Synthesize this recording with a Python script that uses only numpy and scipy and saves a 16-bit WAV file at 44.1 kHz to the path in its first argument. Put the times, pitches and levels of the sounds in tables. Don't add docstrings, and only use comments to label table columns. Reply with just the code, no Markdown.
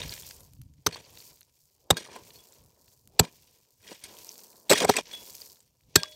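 import sys
import numpy as np
from scipy import signal
from scipy.fft import rfft, irfft
from scipy.io import wavfile

SR = 44100
rng = np.random.default_rng(int(sys.argv[2]) if len(sys.argv) > 2 else 0)


def level_to_linear(level):
    exponent = np.asarray(level, float) / 20
    return 10 ** exponent


def wav_record(signal):
    frames = np.transpose(np.atleast_2d(signal))
    bounded = np.clip(frames, -1, 1)
    quanta = np.round(bounded * 32767).astype(np.int16)
    wavfile.write(sys.argv[1], SR, quanta)


N = 271258

# t/s, crush peak level/dB, crush resonance f/Hz, knock level/dB, knock f/Hz, thump level/dB
BITES = [(0.8658, -6.5, 6420, -22, 1200, -32), (1.9058, -3.5, 3830, -15.5, 900, -22),
         (3.1952, 0.5, 7850, -18.5, 800, -18), (4.6973, -8.5, 4290, -36, 587, -40),
         (4.7034, -7, 8160, -23.5, 525, -38.5), (4.7126, -7, 2690, -15, 500, -41),
         (4.7223, -8.5, 2290, -18, 1920, -42.5), (4.7316, -9.5, 3350, -21, 1090, -43),
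         (4.8475, -16, 2200, -19.5, 756, -38), (4.8915, -16.5, 4464, -21, 540, -43),
         (4.8961, -9.5, 6080, -14.5, 735, -38), (4.967, -12, 2610, -36, 1920, -48),
         (5.9582, 2.5, 7700, -17, 1500, -25)]
# f/Hz, relative density level/dB
CRUSH_SPECTRUM = [(470, -22.5), (800, -13.5), (2180, -6.5), (3060, -7), (3980, 0.5), (4460, -1), (7170, -3),
                  (7930, 8.5), (9570, -14.5), (12500, -9), (16000, -27)]
BITE_RISE_S, BITE_T60_S = .0055, .018
BITE_PRESS = 2.2
CRACK_DB, CRACK_DB_PER_OCTAVE = -13, 6.0

# f/Hz, relative level/dB, 60 dB decay t/s
BLADE_MODES = [(615, -27, 1.2), (1125, -20, .08), (1615, -5, .17), (2430, -18, .1), (3378, -17, .7),
               (3770, -12, .14), (4382, -12, .19), (4910, -16, .12), (5800, -20, .19), (6450, -14, .09),
               (8300, -15, .1), (8930, -20, .15), (10900, -18, .1), (13350, -18, .12)]
# t/s, level/dB, centre of struck modes f/Hz, spread/octaves,
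# loss to clinging soil/dB per s
TOUCHES = [(.927, -24, 4382, 0.1, 600.), (1.945, -31, 3770, 0.041, 900.), (1.969, -19.5, 5170, 1.7, 698),
           (2.357, -38, 4382, .1, 300.), (2.39, -36, 3360, 0.087, 401), (4.039, -27, 9000, 1.1, 500.),
           (4.732, -10.5, 4010, 0.55, 1500.), (5.113, -31, 3340, 0.078, 20.), (5.136, -15, 3378, 0.06, 260),
           (5.13, -33, 9500, 1.3, 300.), (5.957, -22, 2000, 5.3, -2), (6.032, -35, 3360, 0.76, 98),
           (6.123, -41, 4400, 0.35, 52)]
SLIDING_LOSS_DB_PER_S = 901

# t/s, peak level/dB, pitch f/Hz, pitch over crack level/dB
SINGLE_STONES = [(0.0174, -24, 3720, 10), (0.0932, -26, 4900, 22), (0.1226, -26, 4200, 19),
                 (0.1774, -34, 3230, -6), (0.2329, -40, 3400, 18), (0.3102, -32, 5160, -2),
                 (0.4065, -41, 11900, 3), (0.4494, -44, 11900, 0), (0.5352, -39, 12100, -12),
                 (0.6165, -41.5, 12300, -3), (0.7382, -53, 7800, -1), (0.9268, -31, 4530, 3),
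                 (0.9464, -31, 4500, 17), (0.9594, -29.5, 1220, -4), (1.05, -46, 4960, 11),
                 (1.1732, -35, 4570, 0), (1.2032, -37, 4500, 19), (1.3129, -46, 5400, 3.0),
                 (1.4084, -37, 12400, 6), (1.4147, -41.5, 4380, -2), (1.43, -43.5, 6300, -1),
                 (1.9694, -34, 1740, -6), (2.0657, -42, 1190, 8), (2.1615, -27.5, 1030, 1),
                 (2.3057, -38, 4360, 4), (2.5227, -43.5, 7550, 13), (2.64, -47, 11000, -3),
                 (2.8809, -52, 4350, 6), (3.0749, -33.5, 12100, -17), (3.2494, -29, 4100, -16),
                 (3.9594, -48, 2550, 1), (4.0392, -31, 11000, 5), (4.1689, -45, 3320, 17),
                 (4.1919, -44, 5350, 11), (4.2911, -28, 6100, 30), (4.3141, -37, 5620, 21),
                 (4.3565, -40.5, 4700, 8), (4.3909, -40.5, 5900, 16), (4.7566, -21, 1930, 17),
                 (4.8064, -22, 700, 3.0), (4.9397, -25.5, 1940, 15.5), (5.1347, -34, 3460, -5),
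                 (5.2979, -40, 4790, 16), (5.4176, -31, 4860, 29), (5.466, -45, 5190, 8),
                 (5.4989, -44.5, 5130, 24), (5.6042, -42.5, 8250, 4), (5.808, -56, 2500, -6),
                 (6.0332, -10, 5300, -2), (6.035, -31, 1150, 14)]
STONE_T60_S, STONE_T60_S_PER_DB = .0075, .0003
SMALL_STONES_DB, SMALL_STONES_SPREAD_DB = 4.0, 3.5

# hardest grind t/s, gravel level/dB, soil level/dB, build t/s, die t/s
STROKES = [(0.0, -38.5, -45, .01, 0.085), (.125, -46, -56.5, 0.029, 0.054),
           (0.877, -45, -44, 0.0068, 0.028), (.945, -44, -52.5, 0.04, 0.069),
           (1.918, -41.5, -35, 0.011, 0.03), (1.974, -36, -40.5, .012, 0.057), (2.1, -51.5, -52, .03, .06),
           (2.16, -46.5, -46, 0.038, 0.035), (3.21, -42, -38, .01, .05), (3.252, -47, -52, .02, .025),
           (3.85, -56, -66, .04, .1), (3.922, -39.5, -44, 0.037, 0.03), (4.05, -47, -60, .02, 0.072),
           (4.742, -33, -35, .01, .015), (4.775, -26, -37.5, 0.034, 0.044), (4.82, -34, -28, .025, .025),
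           (4.847, -31.5, -29.5, 0.029, .012), (4.888, -30.5, -30, 0.017, .01), (4.908, -30, -43, .01, .03),
           (4.945, -34, -42, .01, .03), (4.986, -28, -30, .03, .016), (5.138, -48, -56, .05, .03),
           (5.97, -35, -38, 0.0079, .035), (6.04, -46, -56, .02, 0.054)]
DRAG_SPAN_DB = 15
# f/Hz, relative density level/dB
GRAVEL_SPECTRUM = [(760, -41), (1300, -20.5), (2600, -4), (3960, -11.5), (5720, -6.5), (6150, -12.5),
                   (8080, -14.5), (9360, -17.5), (16000, -22.5)]

# thickest sand t/s, hold t/s, sand level/dB, grit level/dB,
# clods level/dB, extra rolling of clods t/s
THROWS_OFF_BLADE = [(.12, .2, -46, -50, -58, .1), (1.203, 0.072, -53, -59, -62, .05),
                    (2.3, .26, -56.5, -59.5, -61, .36), (3.36, .24, -63, -63.5, -70, .05),
                    (4.212, 0.23, -51, -57, -57.5, .3), (5.238, .22, -48, -54, -58.5, .02),
                    (6.12, 0.21, -58.5, -60, -65, .02)]
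# lead t/s, rise/dB per s, sag during load/dB per s, fall after it/dB per s, still level/dB
SAND_DESCENT = (0, 70, 14, 85, -76)
# lead over sand t/s, rise/dB per s, sag/dB per s, fall/dB per s, still level/dB
GRIT_DESCENT = (0.16, 200, 24, 80, -82)
# lead over sand t/s, rise/dB per s, sag/dB per s, fall/dB per s, still level/dB
CLODS_DESCENT = (.14, 200, 16, 100, -82)
# t/s, level/dB
SAND_TRICKLES = [(1.62, -68), (2.88, -64), (3.88, -60), (4.55, -62)]
TRICKLE_DB_PER_S = 110
# f/Hz, relative density level/dB
SAND_SPECTRUM = [(2650, -29.5), (4500, -1.5), (6250, -3), (6880, -2), (9460, -6), (10200, -11), (12600, -2),
                 (16000, -4.5)]
# f/Hz, relative density level/dB
GRIT_SPECTRUM = [(880, -49), (1500, -16), (2190, -4), (3250, -3), (3630, -4), (6070, -2.5), (7000, -9.5),
                 (9100, -41.5), (15400, -120)]
# f/Hz, relative density level/dB
CLODS_SPECTRUM = [(110, -43), (180, -5), (309, -4), (472, 0.5), (833, -9), (972, -2.5), (1200, -15),
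                  (1800, -19), (2340, -37), (3960, -120)]

# arrival t/s, level/dB
HOE_SWINGS = [(.86, -76), (1.9, -62), (3.18, -59.5), (4.69, -64), (5.95, -68)]
SWING_DB_PER_S = 150
# f/Hz, relative density level/dB
SWISH_SPECTRUM = [(100, -30.5), (250, -4), (450, 0), (900, -8), (1500, -30), (3000, -60)]
# t/s, level/dB
WIND_LEVELS = [(0, -39), (.03, -45), (.06, -37), (.085, -51), (.2, -60), (.4, -61), (.57, -55), (.79, -59),
               (.84, -66), (.92, -60), (1.11, -63), (1.35, -69), (1.68, -79), (2.11, -66.5), (2.33, -62),
               (2.45, -74.5), (2.56, -74), (2.65, -56), (2.76, -68), (3.02, -74), (3.08, -57), (3.25, -68),
               (3.6, -81), (4.01, -66), (4.2, -66), (4.27, -79), (4.68, -72), (4.85, -64), (5.0, -66.5),
               (5.6, -76.5), (5.84, -72), (5.885, -58.5), (5.93, -63), (6.15, -70)]
# f/Hz, relative density level/dB
WIND_SPECTRUM = [(13, -51.5), (22, -22), (58, -2.5), (97, -1), (144, -2), (194, -12.5), (300, -19),
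                 (390, -54), (660, -120)]


def rms_one(x):
    return x / np.sqrt(np.mean(x ** 2) + 1e-20)


def coloured(x, spectrum):
    hz = np.maximum(np.fft.rfftfreq(4096, 1 / SR), 10)
    point_hz, point_db = np.transpose(spectrum)
    log_gain = np.interp(np.log(hz), np.log(point_hz), point_db) * np.log(10) / 20
    cepstrum = irfft(log_gain)
    cepstrum[1:2048] *= 2
    cepstrum[2049:] = 0
    response = irfft(np.exp(rfft(cepstrum)))
    return signal.fftconvolve(x, response / np.linalg.norm(response))[:len(x)]


def drift(corner_hz):
    pole = np.exp(-2 * np.pi * corner_hz * 20 / SR)
    noise = rng.standard_normal(N // 20 + 2002)
    slow = signal.lfilter([1], [1, -2 * pole, pole * pole], noise)[2000:]
    return np.interp(np.arange(N) / 20, np.arange(len(slow)), rms_one(slow))


def grains(per_s, spread_db):
    sizes = level_to_linear(spread_db * np.minimum(rng.exponential(1, N), 5)) * rng.choice([-1, 1], N)
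    return rms_one(sizes * (rng.random(N) < per_s / SR))


def ring(x, hz, t60):
    radius, angle = level_to_linear(-60 / (t60 * SR)), 2 * np.pi * hz / SR
    return signal.lfilter([0, np.sin(angle)], [1, -2 * radius * np.cos(angle), radius ** 2], x + 1e-18)


def add(out, s, burst):
    start = round(s * SR)
    burst = burst[max(-start, 0):N - start]
    start = max(start, 0)
    out[start:start + len(burst)] += burst


def swell(rise_s, t60):
    t = np.arange(round(.15 * SR)) / SR
    fall = level_to_linear(-60 * (t - rise_s) / max(t60, .002))
    return np.where(t < rise_s, (t / rise_s) ** 2, fall)


def peaked(x, hz, cycles, lift):
    tone = ring(x, hz, cycles / hz)
    both = rms_one(x) + lift * rms_one(tone)
    return both / np.abs(both).max()


def arch(s, hold_s, rise_db_per_s, fall_db_per_s):
    t = np.arange(N) / SR
    before, after = np.minimum(t - s, 0), np.maximum(t - s - hold_s, 0)
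    return level_to_linear(rise_db_per_s * before - fall_db_per_s * after)


def pebbles(per_s, spread_db, low_hz, high_hz, cycles):
    ticks, dealt = grains(per_s, spread_db), rng.integers(0, 14, N)
    pitches = np.geomspace(low_hz, high_hz, 14)
    rings = (rms_one(ring(ticks * (dealt == k), hz, cycles / hz)) for k, hz in enumerate(pitches))
    return rms_one(sum(rings))


def buried_blade(x, flicker_db):
    out = np.zeros(N)
    for hz, _, t60 in BLADE_MODES[2:]:
        damped_t60 = 60 / (60 / t60 + SLIDING_LOSS_DB_PER_S)
        out += ring(x * level_to_linear(flicker_db * drift(38)), hz, damped_t60)
    return rms_one(out)


def bite_crush(pressed, peak_db, hz):
    bright = signal.butter(3, 9000, "high", fs=SR, output="sos")
    crack = signal.sosfilt(bright, pressed)
    crack_db = peak_db + CRACK_DB + CRACK_DB_PER_OCTAVE * np.log2(hz / 4000)
    crush = level_to_linear(peak_db) * peaked(pressed, hz, cycles=45., lift=.6)
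    return crush + level_to_linear(crack_db) * crack / np.abs(crack).max()


def bite_knock(push, level_db, hz):
    handle = rms_one(ring(push, 420, .05))
    ground = 1.5 * rms_one(ring(push, hz, 8.1 / hz)) + .7 * rms_one(ring(push, 650, .0047))
    high_pass = signal.butter(2, 220, "high", fs=SR, output="sos")
    knock = signal.sosfilt(high_pass, handle + ground)
    return level_to_linear(level_db + 8.5) * knock / np.abs(knock).max()


def bite_thump(level_db):
    shove = swell(BITE_RISE_S, BITE_T60_S) ** 2.2
    thump = rms_one(ring(shove, 120, .071))
    thump += 1.4 * rms_one(ring(shove, 165, .095))
    thump += .55 * rms_one(ring(shove, 240, .1))
    return level_to_linear(level_db + 8.0) * thump / np.abs(thump).max()


def blows():
    out, noise = np.zeros(N), rng.standard_normal(N)
    stone_noise = coloured(grains(13000, spread_db=1.5), CRUSH_SPECTRUM)
    shape = np.minimum(BITE_PRESS * swell(BITE_RISE_S, BITE_T60_S), 1)
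    for s, peak_db, hz, knock_db, knock_hz, thump_db in BITES:
        start = round(s * SR)
        piece = slice(start, start + len(shape))
        add(out, s - .004, bite_crush(stone_noise[piece] * shape, peak_db, hz))
        add(out, s - .004, bite_knock(noise[piece] * shape, knock_db, knock_hz))
        add(out, s + .0015, bite_thump(thump_db))
    return out


def blade():
    out, t = np.zeros(N), np.arange(round(.4 * SR)) / SR
    for s, db, centre_hz, octaves, loss_db in TOUCHES:
        for hz, level_db, t60 in BLADE_MODES:
            distance = np.log2(hz / centre_hz) / octaves
            start_db = db + level_db - 6 * distance ** 2
            decay = level_to_linear(start_db - (60 / t60 + loss_db) * t)
            add(out, s, decay * np.sin(2 * np.pi * hz * t))
    return out


def stones(rows):
    out = np.zeros(N)
    cracks = signal.lfilter([1, -1], [1, -.75], grains(18000, spread_db=7.5))
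    cracks = np.r_[cracks, cracks[:SR]]
    for s, peak_db, hz, pitch_db in rows:
        start = round(s * SR)
        shape = swell(.0012, STONE_T60_S + STONE_T60_S_PER_DB * (peak_db + 35))
        puff = cracks[start:start + len(shape)] * shape
        body = .5 * rms_one(puff) + rms_one(ring(puff, hz, 3.3 / hz))
        add(out, s - .0012, level_to_linear(peak_db) * peaked(body, hz, cycles=34.0, lift=level_to_linear(pitch_db)))
    return out


def small_stones(sand_gain, count):
    when, size, pitch, tone = rng.random((count, 4)).T
    s = when * (N - 1) / SR
    sand_db = 20 * np.log10(sand_gain[(s * SR).astype(int)])
    peak_db = sand_db + SMALL_STONES_DB - SMALL_STONES_SPREAD_DB * np.log(1 - .97 * size)
    return list(zip(s, peak_db, 4000 * 3.2 ** pitch, 9 * tone - 6))


def drags():
    gravel_gain, soil_gain = np.zeros((2, N))
    for s, gravel_db, soil_db, build_s, die_s in STROKES:
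        stroke = arch(s, 0, DRAG_SPAN_DB / max(build_s, .002), DRAG_SPAN_DB / max(die_s, .002))
        gravel_gain += level_to_linear(gravel_db) * stroke
        soil_gain += level_to_linear(soil_db) * stroke
    grind = coloured(grains(4600, spread_db=3.5), GRAVEL_SPECTRUM)
    chips = pebbles(5000, 3.0, 1700, 9000, cycles=50.)
    gravel = rms_one(grind) + 2.0 * chips + 1.3 * buried_blade(grind, flicker_db=3.0)
    gravel = gravel * level_to_linear(4.5 * drift(70))
    soil = coloured(grains(2500, spread_db=3.0), CLODS_SPECTRUM) * level_to_linear(3.5 * drift(60))
    return gravel_gain * rms_one(gravel) + soil_gain * rms_one(soil)


def falling(column, descent, rolls=False):
    lead_s, rise, sag, sink, still_db = descent
    power = level_to_linear(still_db) ** 2
    for row in THROWS_OFF_BLADE:
        end_s = row[0] + row[1] + rolls * row[5]
        load = level_to_linear(row[column]) * arch(row[0] - lead_s, 0, rise, sag) * arch(end_s, 0, 0, sink)
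        power = power + load ** 2
    return np.sqrt(power)


def falling_sand():
    gain = falling(2, SAND_DESCENT)
    for s, db in SAND_TRICKLES:
        gain = gain + level_to_linear(db) * arch(s, .04, TRICKLE_DB_PER_S, TRICKLE_DB_PER_S)
    return gain


def sand():
    patchy = level_to_linear(3.0 * drift(30))
    hiss = grains(9000, spread_db=6.0) * patchy + .9 * grains(280, spread_db=4.0)
    clinks = pebbles(1200, 3.0, 5500, 14500, cycles=60.)
    return rms_one(rms_one(coloured(hiss, SAND_SPECTRUM)) + .4 * clinks)


def grit():
    hits = grains(7600, spread_db=3.5) + .58 * grains(200, spread_db=2.5)
    patter = coloured(hits, GRIT_SPECTRUM) * level_to_linear(4.6 * drift(36))
    clinks = pebbles(1500, 3.0, 2400, 7500, cycles=45.)
    return rms_one(rms_one(patter) + .5 * clinks + .096 * buried_blade(patter, flicker_db=7.5))


def clods():
    return rms_one(coloured(grains(3000, spread_db=3.0), CLODS_SPECTRUM) * level_to_linear(1.8 * drift(30)))


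def swings():
    rush = sum(level_to_linear(db) * arch(s, 0, SWING_DB_PER_S, 2000) for s, db in HOE_SWINGS)
    return rush * coloured(rng.standard_normal(N), SWISH_SPECTRUM)


def wind():
    rumble = rms_one(coloured(rng.standard_normal(N), WIND_SPECTRUM) * level_to_linear(3.8 * drift(18)))
    s, db = np.transpose(WIND_LEVELS)
    return level_to_linear(np.interp(np.arange(N) / SR, s, db)) * rumble


def scene():
    sand_gain = falling_sand()
    loose = sand_gain * sand()
    loose += falling(3, GRIT_DESCENT) * grit()
    loose += falling(4, CLODS_DESCENT, rolls=True) * clods()
    all_stones = stones(SINGLE_STONES + small_stones(sand_gain, count=260))
    ground = blows() + blade() + all_stones + drags() + loose + swings()
    ground = signal.sosfilt(signal.butter(4, 65, "high", fs=SR, output="sos"), ground)
    return (ground + wind())[None]


def band_limit(x):
    return signal.sosfilt(signal.butter(12, 16400, fs=SR, output="sos"), x)


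def record(dry):
    cut = signal.sosfilt(signal.cheby2(14, 50, 16300, fs=SR, output="sos"), dry)
    mix = np.clip(cut, -1, 1)
    return band_limit(mix)


dry = scene()
out = record(dry)
wav_record(out)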